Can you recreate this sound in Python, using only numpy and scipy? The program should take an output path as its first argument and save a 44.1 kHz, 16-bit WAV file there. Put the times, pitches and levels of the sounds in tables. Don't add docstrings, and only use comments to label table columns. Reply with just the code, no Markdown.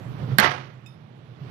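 import sys
import numpy as np
from scipy import signal
from scipy.fft import rfft, irfft
from scipy.io import wavfile
from scipy.ndimage import uniform_filter1d

SR = 44100
rng = np.random.default_rng(int(sys.argv[2]) if len(sys.argv) > 2 else 0)


def waveform_to_disk(signal):
    frames = np.transpose(np.atleast_2d(signal))
    scaled = np.clip(frames, -1, 1) * 32767
    samples = np.round(scaled).astype(np.int16)
    wavfile.write(sys.argv[1], SR, samples)


def amplitude_ratio(level_db):
    exponent = np.asarray(level_db, float) / 20
    return 10 ** exponent


N = 66150
TIME_S = np.arange(N) / SR
BIN_HZ = np.fft.rfftfreq(N, 1 / SR)


def curve(table, x, col=1, log=False):
    a = np.array(table, float)
    if log:
        return np.interp(np.log(x + 1), np.log(a[:, 0] + 1), a[:, col])
    return np.interp(x, a[:, 0], a[:, col])


def colour(x, table, lag_s=0):
    hz = np.fft.rfftfreq(x.shape[-1], 1 / SR)
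    delay = np.exp(-2j * np.pi * hz * lag_s)
    return irfft(rfft(x) * amplitude_ratio(curve(table, hz, log=True)) * delay, x.shape[-1])


def unit(x):
    return x / np.sqrt(np.mean(x ** 2))


def walk(rate_hz):
    k = int(SR / rate_hz)
    steps = np.repeat(rng.standard_normal(N // k + 1), k)
    return 1.3 * uniform_filter1d(uniform_filter1d(steps, k), k)[:N]


def decay(at_s, tau_s):
    return (TIME_S >= at_s) * np.exp(-np.maximum(TIME_S - at_s, 0) / tau_s)


def ring(at_s, modes, scatter_db, scatter_hz):
    touch_s = 0.00021
    t = np.maximum(TIME_S - at_s, 0)
    chance = rng.standard_normal((len(modes), 2))
    out = 0
    for (hz, db, t60_s, *sign), (a, b) in zip(modes, chance):
        level = np.prod(sign) * amplitude_ratio(db + scatter_db * a)
        tone = np.sin(2 * np.pi * hz * (1 + scatter_hz * b) * t)
        out = out + level * tone * 1000. ** (-t / t60_s)
    return (1 - np.exp(-(t / touch_s) ** 2)) * out


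def bands(shape):
    out = 0
    for hz in 40 * 2 ** np.arange(0, 9, .5):
        window = np.cos(np.pi * np.clip(np.log2(BIN_HZ / hz + 1e-9), -.5, .5))
        out = out + irfft(rfft(rng.standard_normal((2, N))) * window, N) * shape(hz)
    return out


# (frequency [Hz], likeness [0-1])
PORT_LIKENESS = [(60, 0.7), (150, 0.96), (350, 0.4), (700, 0.7), (1500, .4), (5000, .3)]


def ports(one, other):
    c = np.clip(curve(PORT_LIKENESS, BIN_HZ, log=True), 0, 1)
    left = irfft(c * rfft(one) + np.sqrt(1 - c ** 2) * rfft(other), N)
    return np.array([left, one])


# (time [s], level [dB])
TRAFFIC_LEVEL = [(0.0, -36.5), (0.028, -35), (0.174, -34), (0.196, -30), (0.238, -29.5), (0.262, -33),
                 (0.324, -25), (0.404, -40), (0.5, -33.5), (0.53, -46.5), (0.554, -41), (0.78, -48.5),
                 (1.002, -47.5), (1.122, -47), (1.232, -45.5), (1.39, -45.5), (1.408, -41), (1.5, -36)]
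# (frequency [Hz], density [dB per Hz])
ROAD_COLOUR = [(40, -36.5), (100, -15), (150, -9.5), (290, -18.5), (900, -26), (3500, -38), (6000, -50.5),
               (8000, -64.5)]


def traffic():
    wash_db, wash_follows = 3, .7
    hum_hz, hum_width_hz, hum_db = 126.2, 31.2, 2.5
    db = curve(TRAFFIC_LEVEL, TIME_S)

    def flicker(hz):
        share = wash_follows + (1 - wash_follows) / (1 + (hz / 300) ** 2)
        return amplitude_ratio(share * (db - db.mean()) + 1.2 * walk(8))

    wash = unit(colour(bands(flicker), ROAD_COLOUR)) * amplitude_ratio(wash_db + db.mean())
    b, a = signal.iirpeak(hum_hz, hum_hz / hum_width_hz, SR)
    hum = signal.lfilter(b, a, signal.lfilter(b, a, rng.standard_normal((2, N))))
    hum = unit(hum) * amplitude_ratio(db + hum_db)
    return ports(*(wash + hum))


# (time [s], level [dB], crack brightness [dB])
BLOWS = [
    (.3820, -45, 10),
    (.3844, -20, 6),
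    (.3850, 3, 0),
    (.3905, -10, -20),
    (.3930, -10, -22),
    (.3990, -12, 2),
    (.4003, -17, 5),
    (.4045, -17, 0),
    (.4070, -12, -20),
]
# (frequency [Hz], level [dB], t60 [s])
STICK_MODES = [(201, -17, 0.13), (620, -28, 0.025), (1184, -6.5, 0.017), (1570, 10, 0.013),
               (1765, -6, 0.064), (2013, -11, 0.11), (2720, -21.5, 0.075), (3165, -0.5, 0.0083),
               (3570, -3.5, 0.016), (4228, -12.5, 0.034), (4540, -15.5, 0.038), (5180, -22.5, 0.018)]
# (frequency [Hz], level [dB])
CRACK_COLOUR = [(300, -25), (1500, -8), (4200, 0), (6500, -9), (10500, -3), (14000, -6), (16000, -20)]


def chop():
    chop_db, crack_db, crack_s = 2, -1, .0006
    out = 0
    for at_s, db, bright_db in BLOWS:
        crack = unit(colour(rng.standard_normal(N), CRACK_COLOUR)) * decay(at_s, crack_s)
        stick = 0.48 * ring(at_s, STICK_MODES, scatter_db=3.5, scatter_hz=0.032)
        out = out + amplitude_ratio(db) * (stick + amplitude_ratio(crack_db + bright_db) * crack)
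    return amplitude_ratio(chop_db) * out


# (frequency [Hz], level [dB], t60 [s])
YARD_BANDS = [(150, -10.5, .5), (324, -5.5, 1), (900, 4.5, .5), (1730, 3.5, 0.55), (2220, 1, 0.51),
              (5700, -17.5, 0.54), (7350, -37, 0.93), (10600, -35, 0.25), (12840, -46.5, 0.089)]


def yard(x):
    near_db, near_s = -12.5, 0.077
    far_db, far_at_s, far_rise_s, far_hold_s = -12, 0.04, .004, 0.043
    grain_db = 2.0
    late_s = TIME_S - far_at_s
    near = amplitude_ratio(near_db) * np.exp(-TIME_S / near_s)
    far = amplitude_ratio(far_db) * np.clip(late_s / far_rise_s, 0, 1)
    grain = amplitude_ratio(grain_db * walk(300))

    def shape(hz):
        t60_s = curve(YARD_BANDS, hz, col=2, log=True)
        tail = 1000. ** (-np.maximum(late_s - far_hold_s, 0) / t60_s)
        return amplitude_ratio(curve(YARD_BANDS, hz, log=True)) * grain * (near + far * tail)

    return signal.fftconvolve(ports(*bands(shape)), x[None])[:, :N]


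# (time [s], level [dB])
TINKS = [
    (0.8611, -27.5),
]
# (frequency [Hz], level [dB], t60 [s], polarity [+1/-1])
STEEL_MODES = [(2546, 0, .11, 1), (2596, -9, .16, 1), (3610, -11, .3, -1), (3665, -11, .3, 1),
               (5090, -16, .35, 1), (5150, -15, .35, 1), (5260, -20, .2, 1), (6191, -23, .25, 1),
               (7246, -22, .2, 1), (7700, -22, .15, 1), (9600, -27, .25, 1), (10200, -25, .25, 1),
               (10980, -26, .25, 1), (12790, -30, .2, 1)]


def blade():
    rattle_db, rattle_s, rattle_hz = -31, 0.043, 8600
    flutter_db = 1.5
    rattle = unit(colour(rng.standard_normal(N), [(2000, -30), (rattle_hz, 0), (15000, -4)]))
    rattle = rattle * amplitude_ratio(4 * walk(400))
    out = 0
    for at_s, db in TINKS:
        tink = amplitude_ratio(rattle_db) * rattle * decay(at_s, rattle_s)
        for k in range(0, 14, 2):
            flutter = amplitude_ratio(flutter_db * walk(120))
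            tink = tink + flutter * ring(at_s, STEEL_MODES[k:k + 2], scatter_db=0, scatter_hz=0)
        out = out + amplitude_ratio(db) * tink
    return out


# (time [s], gain [dB])
GAIN = [(0, 9.5), (.40, 2.5), (.52, -6.5), (.75, -10.5), (1.3, -16), (1.5, -2)]


def gain():
    return amplitude_ratio(curve(GAIN, TIME_S))


def scene():
    clicks = np.zeros(N)
    for at_s, db, _ in BLOWS:
        clicks[int(at_s * SR)] = amplitude_ratio(db)
    struck = chop() + blade() + yard(clicks)
    return struck + traffic() / gain()


def patches(x):
    from_hz, patch_hz, patch_db, patch_frames = 6600, 340, 10, 4
    hz, t, z = signal.stft(x, SR, nperseg=1024)
    chance = rng.standard_normal((2, len(hz), len(t)))
    cell = chance[:, (hz // patch_hz).astype(int)][:, :, np.arange(len(t)) // patch_frames]
    on = (hz[:, None] > from_hz) & (np.abs(t - BLOWS[2][0]) > .015)
    z = z * amplitude_ratio(on * patch_db * np.minimum(cell - .4, .6))
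    return signal.istft(z, SR, nperseg=1024)[1][:, :N]


# (frequency [Hz], level [dB])
MUFFLE = [(60, -5.5), (200, -6.5), (400, -10), (700, -15), (1300, -19), (2400, -23), (6000, -21),
          (14000, -10)]


def muffle(left):
    return colour(left, MUFFLE, lag_s=0.00037)


def band_limit(x):
    return signal.sosfilt(signal.butter(12, 15730, fs=SR, output="sos"), x)


def record(dry):
    hiss_db, hiss_hz = -73, 6700
    clip, low_hz, top_hz = 1, 45, 14600
    hiss_filter = signal.butter(2, hiss_hz, "high", fs=SR, output="sos")
    hiss = signal.sosfilt(hiss_filter, rng.standard_normal((2, N)))
    x = np.array([muffle(dry[0]), dry[1]]) + amplitude_ratio(hiss_db) * hiss
    x = x * gain()
    x = x / (1 + np.abs(x / clip) ** 4) ** (1 / 4)
    x = signal.sosfilt(signal.butter(3, low_hz, "high", fs=SR, output="sos"), x)
    x = signal.sosfilt(signal.ellip(6, .5, 35, top_hz, fs=SR, output="sos"), x)
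    mix = np.clip(patches(x), -1, 1)
    return band_limit(mix)


dry = scene()
out = record(dry)
waveform_to_disk(out)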